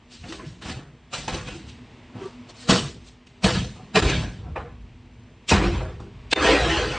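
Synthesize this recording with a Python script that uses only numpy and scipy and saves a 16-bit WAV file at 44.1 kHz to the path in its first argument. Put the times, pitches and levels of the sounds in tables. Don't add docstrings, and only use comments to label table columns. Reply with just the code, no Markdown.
import sys
import numpy as np
from scipy import signal
from scipy.fft import rfft, irfft, next_fast_len
from scipy.io import wavfile
from scipy.ndimage import uniform_filter1d, minimum_filter1d, map_coordinates

SR = 44100
rng = np.random.default_rng(int(sys.argv[2]) if len(sys.argv) > 2 else 0)


def to_wav(s):
    ch = np.atleast_2d(s).T
    pcm = np.round(np.clip(ch, -1, 1) * 32767)
    wavfile.write(sys.argv[1], SR, pcm.astype(np.int16))


N = 307804


def amp(db):
    return 10 ** (np.asarray(db) / 20)


def unit(x):
    return x / np.sqrt(np.mean(x ** 2) + 1e-20)


def along(points, hz):
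    f, v = np.transpose(points)
    return np.interp(np.log(hz + 1), np.log(f + 1), v)


def curves(rows):
    s, *cols = np.transpose(rows)
    return [np.interp(np.arange(N) / SR, s, c) for c in cols]


def wobble(rate):
    return map_coordinates(rng.standard_normal(int(N * rate / SR) + 4), [np.arange(N) * rate / SR])


def filtered(x, response):
    n = x.shape[-1]
    m = next_fast_len(n + SR // 10)
    return irfft(rfft(x, m) * response(np.fft.rfftfreq(m, 1 / SR)), m)[..., :n]


def noise(spectrum):
    return unit(filtered(rng.standard_normal(N), lambda hz: amp(along(spectrum, hz))))


def peak(hz, centre_hz, width_hz):
    return 1 / (1 + (2 * (hz - centre_hz) / width_hz) ** 2)


def patches(shape, bands, frames):
    smooth = uniform_filter1d(rng.standard_normal(shape), size=bands, axis=0)
    return unit(uniform_filter1d(smooth, size=frames, axis=1))


def cabinet():
    # start in seconds, strength in dB, thump, body, clang and bristle hiss in dB,
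    # t60 in seconds (scaled by pitch below), rise in seconds (2 ms at least), tick in dB,
    # knock in Hz, knock in dB. The levels are relative.
    blows = [(0.114, -52.5, -7, 1, 9.5, 15.5, 1, 0.017, -35, 263, 12),
             (0.239, -36.5, -4, -18, 0, -11, 1, 0.0072, -8, 713, 12.5),
             (0.282, -41.5, -9, 5, -0.5, 10, 0.82, 0.043, -18, 320, 20),
             (0.324, -35, -14, -3, 3.5, 4.5, 0.44, 0.0022, 4.5, 188, -2),
             (0.395, -38, -7, -4.5, 2, -28, 1, 0.01, 1, 1013, 14.5),
             (0.457, -56.5, -8, -5, 7, 18.5, 0.86, 0.017, -16, 142, 44),
             (0.621, -36.5, -5, -24, -1, -2, 0.24, 0.006, -1, 338, 13),
             (0.676, -28.5, -11.5, -8, 0.5, 0.5, 0.52, 0.05, -13, 178, 5),
             (0.769, -40, -15, -1.5, -6.5, -16, 1, 0.0015, -11, 138, 31.5),
             (1.133, -25, -9.5, -13.5, 0, 5, 0.68, 0.0093, -18, 1214, 7.5),
             (1.28, -24, -5, -7.5, -1.5, -0.5, 0.41, 0.0018, -1, 852, 12.5),
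             (1.337, -25.5, -15, -9, -0.5, -1.5, 0.61, 0.022, -6, 166, 12.5),
             (1.473, -32, -7, -6, 3, 1.5, 1, 0.024, 0.5, 189, -9),
             (1.539, -46.5, -1, 1, -2, 8, 0.41, 0.019, -15, 332, 28),
             (1.682, -48.5, -5, -17, 5, 11, 0.53, 0.028, -1, 240, 23),
             (2.152, -39.5, 3, -9, -10, -18, 0.29, 0.022, -11, 340, 19),
             (2.217, -33.5, -9, -2.5, -6.5, -8, 0.23, 0.059, -3, 333, 8),
             (2.238, -44.5, -31, -10, -4, 2, 0.5, 0.01, -15, 1164, 26),
             (2.256, -38.5, -31, -10, -9, -3.5, 0.56, 0.0054, -8, 930, 14),
             (2.495, -43, -27, -2.5, -3, 3.5, 0.15, 0.011, -6, 232, 9),
             (2.602, -42.5, -29, -21, 2, 10, 0.9, 0.066, -27, 236, 0),
             (2.693, -9.5, -13.5, -11.5, -2.5, 1, 0.6, 0.0086, -32, 437, 2),
             (3.068, -51.5, -1, -5.5, 2.5, 12.5, 0.49, 0.042, 1, 151, 14),
             (3.269, -61.5, 6, -3, 14, 15, 1, 0.0049, 11, 141, 0),
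             (3.443, -12, -12.5, -12, -1, 1, 0.85, 0.0076, 4, 192, 10),
             (3.549, -26, 0.5, -2.5, 1.5, -1.5, 0.36, 0.01, -24, 159, 3),
             (3.762, -42.5, 0.5, -15, -21, -6.5, 0.74, 0.01, -14, 179, -4),
             (3.796, -36, -14, -9, -34, -28, 0.15, 0.012, -9, 742, 14.5),
             (3.956, -10, -14.5, -10, -1, -2.5, 0.48, 0.007, -13, 421, 6),
             (4.02, -27.5, -12.5, -2, 3, -20, 0.93, 0.0071, -28, 147, -8),
             (4.098, -35.5, -10, 3.5, 3, 13, 0.23, 0.005, 13, 2530, 9),
             (4.14, -34.5, 6, 4, 4, -17, 0.6, 0.018, -9, 146, -1),
             (4.447, -35.5, 0.5, -4, -23.5, -25, 0.88, 0.069, -8, 164, 10),
             (4.56, -21, -34, -15, -9, -22.5, 0.64, 0.004, 2, 807, 10),
             (5.491, -28, -12, -18, 9, 17.5, 0.46, 0.0067, -14, 220, 4),
             (5.515, -9.5, -12, -8.5, -4, -23.5, 0.63, 0.0081, -4.5, 198, 10.5),
             (5.613, -31, -17, -3.5, -9, -10.5, 0.94, 0.0088, -1, 352, 20.5),
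             (5.74, -30, -24, -1, -4, -12.5, 0.72, 0.028, -18, 500, 2),
             (5.803, -25.5, -33, -3.5, -11, -34, 0.6, 0.012, -19.5, 642, 6.5),
             (6.001, -37.5, -5.5, 0, -18, -10, 0.55, 0.0047, -3, 792, 14.5),
             (6.313, -42, -17, -16, 15, 21.5, 0.18, 0.0051, -21, 147, -12),
             (6.329, -8, -24, -11, 6.5, -1.5, 0.1, 0.0028, 2, 970, -13),
             (6.367, -18.5, -20, -9, -2, -21, 0.48, 0.02, -13, 506, 15),
             (6.46, -13, -25, -12, -8, -10.5, 0.98, 0.046, -21, 684, 8.5)]
    # frequency in Hz, share of the blow's t60.
    lasting = [(150, 1.17), (700, 0.52), (3000, 0.66), (9000, 0.69)]
    crack_db, crack_t60, tick_t60 = -11, 0.31, 0.029
    lead, size = SR // 16, SR * 7 // 8
    out = np.zeros(N + lead + size)
    t = (np.arange(size) - lead) / SR
    for s, db, thump_db, body_db, clang_db, hiss_db, t60, rise, tick_db, knock_hz, knock_db in blows:
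        since = t - 0.49 * rise
        after = np.clip(since, 0, None)

        hz, frame, z = signal.stft(rng.standard_normal(size), SR, nperseg=256)
        lifetime = np.clip(t60 * along(lasting, hz)[:, None], .02, 9)
        age = np.clip(frame - lead / SR, 0, None) / lifetime
        z = z * amp(2.1 * patches(z.shape, 4, 8) - 60 * age ** 1.21)
        rattle = signal.istft(z, SR, nperseg=256)[1][:size]
        flicker_db = 0.78 * np.interp(t, t[::220], rng.standard_normal(len(t[::220])))
        rattle = rattle * amp(flicker_db) * chatter(size, 90, -11)

        crack = amp(crack_db - 60 * after / crack_t60)
        tick = amp(tick_db - 60 * after / tick_t60)
        rattle = rattle * (1 + crack + tick)

        tilt = [(190, thump_db + 0.5), (370, body_db), (650, 1.3), (1300, 0.3), (2200, clang_db + 0.5),
                (3200, 0.7 * clang_db + 0.43 * hiss_db + 3.5), (4800, hiss_db + 4.0)]
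        rattle = through_door(rattle, tilt, knock_hz, knock_db)

        bins = np.arange(24, 160)
        start = np.abs(rfft(rattle[lead:lead + 2048]))[bins]
        untilt = amp(-2 * along(tilt, bins * SR / 2048))
        rattle = rattle / np.sqrt(np.mean(start ** 2 * untilt))

        swell = amp(-11 * np.clip(-since, 0, None) / max(rise, .002))
        swing = np.sin(2 * np.pi * knock_hz * t + rng.uniform(0, 2 * np.pi))
        knock = swell * amp(knock_db - 52.5 - 60 * after / 0.15) * swing
        fade = np.clip(10 * (t[-1] - t), 0, 1)
        out[round(s * SR):][:size] += amp(db + 38.5) * swell * fade * (rattle + knock)
    return out[lead:lead + N]


def through_door(x, tilt, knock_hz, knock_db):
    # frequency in Hz, relative level in dB.
    sheet = [(65, -17.5), (110, 5), (242, 2.5), (333, -1), (366, -4), (450, -9.5), (1200, -13.5),
             (1840, -15), (2140, -14.5), (3980, -18.5), (8760, -30), (9800, -28), (12700, -68),
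             (21600, -120)]
    trade_hz = 5.15
    t = np.arange(len(x)) / SR
    share = .5 + .5 * np.sin(2 * np.pi * trade_hz * t + rng.uniform(0, 2 * np.pi))

    def ring(hz):
        return amp(along(sheet, hz) + along(tilt, hz)) * door_modes(hz, knock_hz, knock_db)

    one = filtered(x, ring)
    other = filtered(x, ring)
    return share * one + (1 - share) * other


def door_modes(hz, knock_hz, knock_db):
    # frequency in Hz, width in Hz, mean level over the rattle in dB.
    modes = [(201.6, 14, -5.5), (337, 84, -3), (398.6, 4.5, 14), (449.4, 17, 4), (498, 57, 5.5),
             (633, 5.3, 3), (717, 24, 0.5), (765, 11, 3.5), (860, 7.4, -2.5), (943, 8.8, -7.5),
             (1032, 33, 1), (1120, 4.6, 5), (1230, 86, -8), (1355, 110, -5), (1506, 36, 1), (1680, 126, -1),
             (1864, 50, -2), (2045, 36, -5.5), (2308, 31, -3), (2485, 94, -3.5), (2600, 15, -5.5),
             (2610, 170, -7), (2764, 77, -6), (2990, 94, -3), (3220, 75, -4.5), (3440, 16, -21),
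             (3600, 12, 3.5), (3916, 72, -3.5), (4200, 14, -0.5), (4500, 11, 5)]
    lift = sum(amp(db + rng.normal(0, 0.6)) * peak(hz, centre, width) for centre, width, db in modes)
    knock = amp(knock_db - 9.5) * peak(hz, knock_hz, 47)
    small = map_coordinates(rng.standard_normal(1200), [hz / 30])
    return (1 + lift + knock) * amp(3.1 * small)


def chatter(size, rate, loud_db):
    ticks = (rng.random(size) < rate / SR) * rng.exponential(1, size)
    decay = amp(-60 * np.arange(SR // 20) / SR / 0.0088)
    return 1 + amp(loud_db) * signal.fftconvolve(ticks, decay)[:size]


def clanks():
    # loudest moment in seconds,
    # frequency in Hz, peak in dB, time to gain 8 dB in seconds (2 ms at least), t60 in seconds (30 ms at least).
    tones = [(0.334, 1157, -38, 0.0066, .1), (0.4, 1102, -36, 0.0084, 0.08), (0.325, 1940, -31, .002, .04),
             (1.14, 4020, -33, .006, 0.072), (1.282, 900, -23, .002, .04), (1.349, 3940, -31, .008, 0.11),
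             (1.48, 2500, -37, .006, .15), (1.292, 2537, -26, .006, 0.084), (1.356, 341, -28, .012, 0.14),
             (2.159, 117, -25, 0.0088, 0.091), (2.2, 960, -41, 0.024, .15),
             (2.223, 384, -21.5, 0.0076, 0.094), (2.263, 385, -18, .007, .045),
             (2.696, 188, 1, 0.0023, 0.056), (2.714, 210, -15.5, .004, 0.045),
             (2.715, 654, -16.5, 0.0074, 0.16), (2.727, 481, -15, .02, 0.18), (2.75, 183, -11, 0.017, 0.14),
             (2.784, 1156, -25, 0.013, 0.098), (2.79, 221, -18, 0.015, .12), (2.825, 150, -24, .008, .1),
             (2.859, 139.5, -21, 0.021, 0.18), (3.448, 192, -1.5, 0.0027, 0.11),
             (3.458, 458, -13.5, 0.0059, 0.12), (3.488, 336, -19.5, 0.013, 0.16),
             (3.555, 104, -8.5, 0.0033, 0.037), (3.952, 190, -11.5, 0.0036, .05),
             (3.972, 183, -10, 0.0043, 0.11), (3.978, 439, -7, 0.0064, .1),
             (3.97, 1050, -13, 0.0064, 0.054), (3.954, 2670, -16, 0.0027, 0.07),
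             (4.047, 95, -14, .004, 0.072), (4.024, 85, -11, .004, .08), (3.967, 2420, -18, 0.0057, 0.07),
             (3.965, 642, -9.5, 0.0045, 0.074), (4.025, 1340, -23.5, .006, .1),
             (4.106, 2490, -25, 0.0195, .2), (4.144, 146.5, -12.5, 0.0093, 0.19),
             (4.566, 900, -24, .003, .08), (4.576, 520, -22.5, 0.0058, 0.071),
             (4.67, 480, -31.5, 0.022, 0.09), (5.519, 199, -8.5, 0.004, 0.062),
             (5.52, 907, -10, 0.0022, 0.066), (5.521, 2530, -13, 0.0068, 0.072),
             (5.536, 80, -9.5, 0.009, .15), (5.585, 52, -14, 0.017, .25), (5.68, 51.6, -15.5, 0.028, .3),
             (5.79, 53.8, -17, .03, 0.38), (5.537, 713, -13.5, 0.0071, .12),
             (5.616, 1010, -24, 0.0102, .12), (5.64, 1224, -30, .02, 0.13), (5.6, 302, -24, .02, .2),
             (5.729, 109, -20, .008, .1), (5.775, 110.5, -20.5, .01, .12), (5.762, 1025, -34, .008, 0.12),
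             (5.65, 344.4, -20, 0.081, 0.35), (5.92, 348, -38.5, 0.024, 0.21),
             (6.327, 2770, -6, 0.0018, .03), (6.36, 484, -27, .004, .05), (6.372, 960, -27, .006, .1),
             (6.413, 70, -20, 0.022, 0.27), (6.376, 322, -20.5, 0.0051, 0.093),
             (6.42, 293, -16, .008, 0.077), (6.455, 658, -16, 0.011, .35), (6.476, 1860, -14.5, .015, 0.17),
             (6.451, 934, -18.5, .01, .12), (6.465, 2950, -18.5, 0.019, 0.18),
             (6.485, 782, -14.5, 0.0096, 0.17), (6.485, 515, -15, 0.023, .15), (6.505, 56, -16.5, .03, .3),
             (6.516, 1006, -18, 0.012, .12), (6.537, 284, -14.5, .01, 0.25), (6.565, 1920, -20, .015, 0.18),
             (6.599, 1610, -23, 0.011, .15), (6.61, 700, -21.5, .015, .2), (6.626, 58.4, -17.5, .04, 0.5),
             (6.77, 67, -21, .03, .3), (6.495, 453, -10, .03, 0.27), (6.531, 335, -18, 0.0061, 0.1),
             (6.55, 581, -17, .012, .15), (6.644, 486, -21, 0.036, 0.24), (6.67, 343, -18.5, 0.022, 0.17),
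             (6.683, 149, -21, .015, 0.21), (6.69, 679, -19.5, .015, 0.14), (6.7, 1810, -21, .012, 0.18),
             (6.732, 328, -14.5, 0.013, .15), (6.782, 2820, -30, .02, 0.34),
             (6.814, 486, -19.5, 0.0087, 0.32), (6.86, 428, -21, 0.01, 0.21),
             (6.959, 452, -26.5, 0.025, .15)]
    t, out = np.arange(N) / SR, np.zeros(N)
    drift = np.cumsum(wobble(40)) / SR
    for s, hz, db, rise, t60 in tones:
        near = slice(round((s - .1) * SR), round((s + .4) * SR))
        since = t[near] - s
        level_db = db - np.where(since < 0, -8 * since / max(rise, .002), 60 * since / max(t60, .03))
        unsteady = since + 0.00445 * (drift[near] - drift[round(s * SR)])
        out[near] += amp(level_db) * np.cos(2 * np.pi * hz * unsteady)
    return out


def shudder():
    # start in seconds, swell in seconds, start level in dB,
    # peak level in dB, fading in dB per second, then bass, body and treble tilt in dB.
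    shudders = [(4.03, 0.072, -24.5, -16, 104, -1, 3, 10.5), (5.539, 0.1, -33.5, -16.5, 91, 5, 2, 6.5),
                (6.372, 0.07, -26, -13, 20, -10, 2, 7)]
    rise_s = 0.045
    rise_s, fall_db = rise_s, 40
    lead, size = SR // 20, SR
    t, out = (np.arange(size) - lead) / SR, np.zeros(N + size)
    for s, swell, start_db, db, fading_db, bass_db, body_db, treble_db in shudders:
        level_db = np.interp(t, [0, swell], [start_db, db]) - fading_db * np.clip(t - swell, 0, None)
        level_db = level_db - fall_db * np.clip(-t, 0, None) / rise_s
        tilt = [(200, bass_db), (420, body_db), (750, 5.5), (1400, 4.8),
                (4000, treble_db), (8000, treble_db - 3.5)]
        z = signal.stft(rng.standard_normal(size) * chatter(size, 140, -23.5), nperseg=512)[2]
        clatter = signal.istft(z * amp(3.35 * patches(z.shape, 3, 7)), nperseg=512)[1][:size]
        clatter = clatter * amp(0.24 * wobble(43) + 0.87 * wobble(12.15))[:size]
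        clatter = through_door(clatter, tilt, 610, 3.8)
        out[round(s * SR) - lead:][:size] += amp(level_db) * unit(clatter)
    return out[:N]


def boom():
    # loudest moment in seconds, peak in dB,
    # t60 in seconds (50 ms at least).
    booms = [(0.21, -38, 3.3), (0.66, -26.5, 0.57), (1.18, -38, 1.6), (1.329, -28.5, 1.5),
             (1.65, -31.5, 0.41), (2.04, -48, 1), (2.16, -43, 0.17), (2.7, -26.5, 1.1), (3.46, -20.5, 0.4),
             (3.575, -24.5, 0.63), (3.97, -22, 1), (4.045, -18, 1.54), (4.2, -32, 0.45), (4.43, -34.5, 4.1),
             (5.528, -14, 0.53), (5.681, -19.5, 1.34), (6.05, -38, 7.1), (6.509, -29, 0.67),
             (6.621, -22, 3.2)]
    # frequency in Hz, relative level in dB.
    boom_colour = [(13, -38.5), (22, -17.5), (49, 11), (108, 7.5), (170, -3), (220, -6.5), (370, -120)]
    rise_s, rumble_db = 0.011, -49.5
    t = np.arange(N) / SR
    power = amp(2 * rumble_db)
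    for s, db, t60 in booms:
        drop_db = np.where(t < s, 11 * (s - t) / rise_s, 60 * (t - s) / max(t60, .05))
        power = power + amp(2 * (db - drop_db))
    lumpy = unit(amp(0.81 * wobble(7.7)) * noise(boom_colour))
    return np.sqrt(power) * lumpy


def room_tone():
    # time in seconds, murmur, hiss and hum level in dB.
    tone_levels = [(0, -51, -53.5, -51), (.8, -60.5, -55, -54.5), (1.7, -44, -49, -48),
                   (2.5, -46.5, -48, -45), (3.2, -53.5, -54.5, -53), (3.9, -43.5, -49, -53),
                   (4.6, -48.5, -53.5, -49.5), (5.4, -49, -53.5, -54), (6.3, -47, -49.5, -56)]
    # frequency in Hz, relative level in dB.
    murmur_colour = [(65, -32.5), (110, -3), (167, -14), (252, -4.5), (270, -14), (335, -12.5),
                     (800, -33.5), (1040, -56.5), (1760, -120)]
    hiss_colour = [(260, -37), (450, 11), (546, -7), (590, 7.5), (707, 3), (975, 6), (1400, -1),
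                   (2170, 2.5), (2770, 1.5), (8950, -20.5), (9800, -22.5), (12700, -49), (21600, -120)]
    hum_hz = 246
    murmur_db, hiss_db, hum_db = curves(tone_levels)
    hum = unit(filtered(rng.standard_normal(N), lambda hz: peak(hz, hum_hz, 13.3) ** 2))
    low = amp(murmur_db) * noise(murmur_colour) + amp(hum_db) * hum
    hiss = amp(hiss_db + 0.39 * wobble(8.4)) * noise(hiss_colour)
    return amp(0.43 * wobble(19)) * low + hiss


def scene():
    return np.tile(cabinet() + clanks() + shudder() + boom() + room_tone(), (2, 1))


def record(dry):
    # frequency in Hz, gain in dB.
    microphone = [(8300, -5.5), (9300, -15.5), (9800, -47.5)]
    # time in seconds (the fall begins 2 ms ahead),
    # fall, hold and return in seconds, gain above the bass in dB, gain of the bass in dB.
    dips = [(4.007, 0.004, 0.009, 0.009, -8, -9), (6.337, 0.0057, 0.0095, 0.013, -29, -15)]
    # frequency in Hz, gain of the side signal in dB.
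    side_colour = [(4100, -100), (4400, -30.5), (6500, -10.5), (9000, -21), (9800, -43)]
    ceiling, top_hz = .68, 10600
    t = np.arange(N) / SR
    mid = filtered(dry[0], lambda hz: amp(along(microphone, hz)))

    bass = filtered(mid, lambda hz: peak(hz, 0, 980) ** 2)
    shapes = [np.interp(t, np.cumsum([s - .002, fall, held, back]), [0, 1, 1, 0])
              for s, fall, held, back, *_ in dips]
    dip_db, bass_dip_db = np.transpose(dips)[4:] @ shapes
    mid = amp(dip_db) * (mid - bass) + amp(bass_dip_db) * bass

    need = minimum_filter1d(ceiling / np.maximum(np.abs(mid), ceiling), size=441)
    mid = mid * uniform_filter1d(need, size=221)

    flipped = mid * np.sign(wobble(300))
    side = filtered(flipped, lambda hz: amp(along(side_colour, hz)))
    side = side * amp(np.clip(12 * wobble(5), -40, 9))
    return filtered(np.array([mid + side, mid - side]), lambda hz: hz < top_hz)


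dry = scene()
out = record(dry)
to_wav(out)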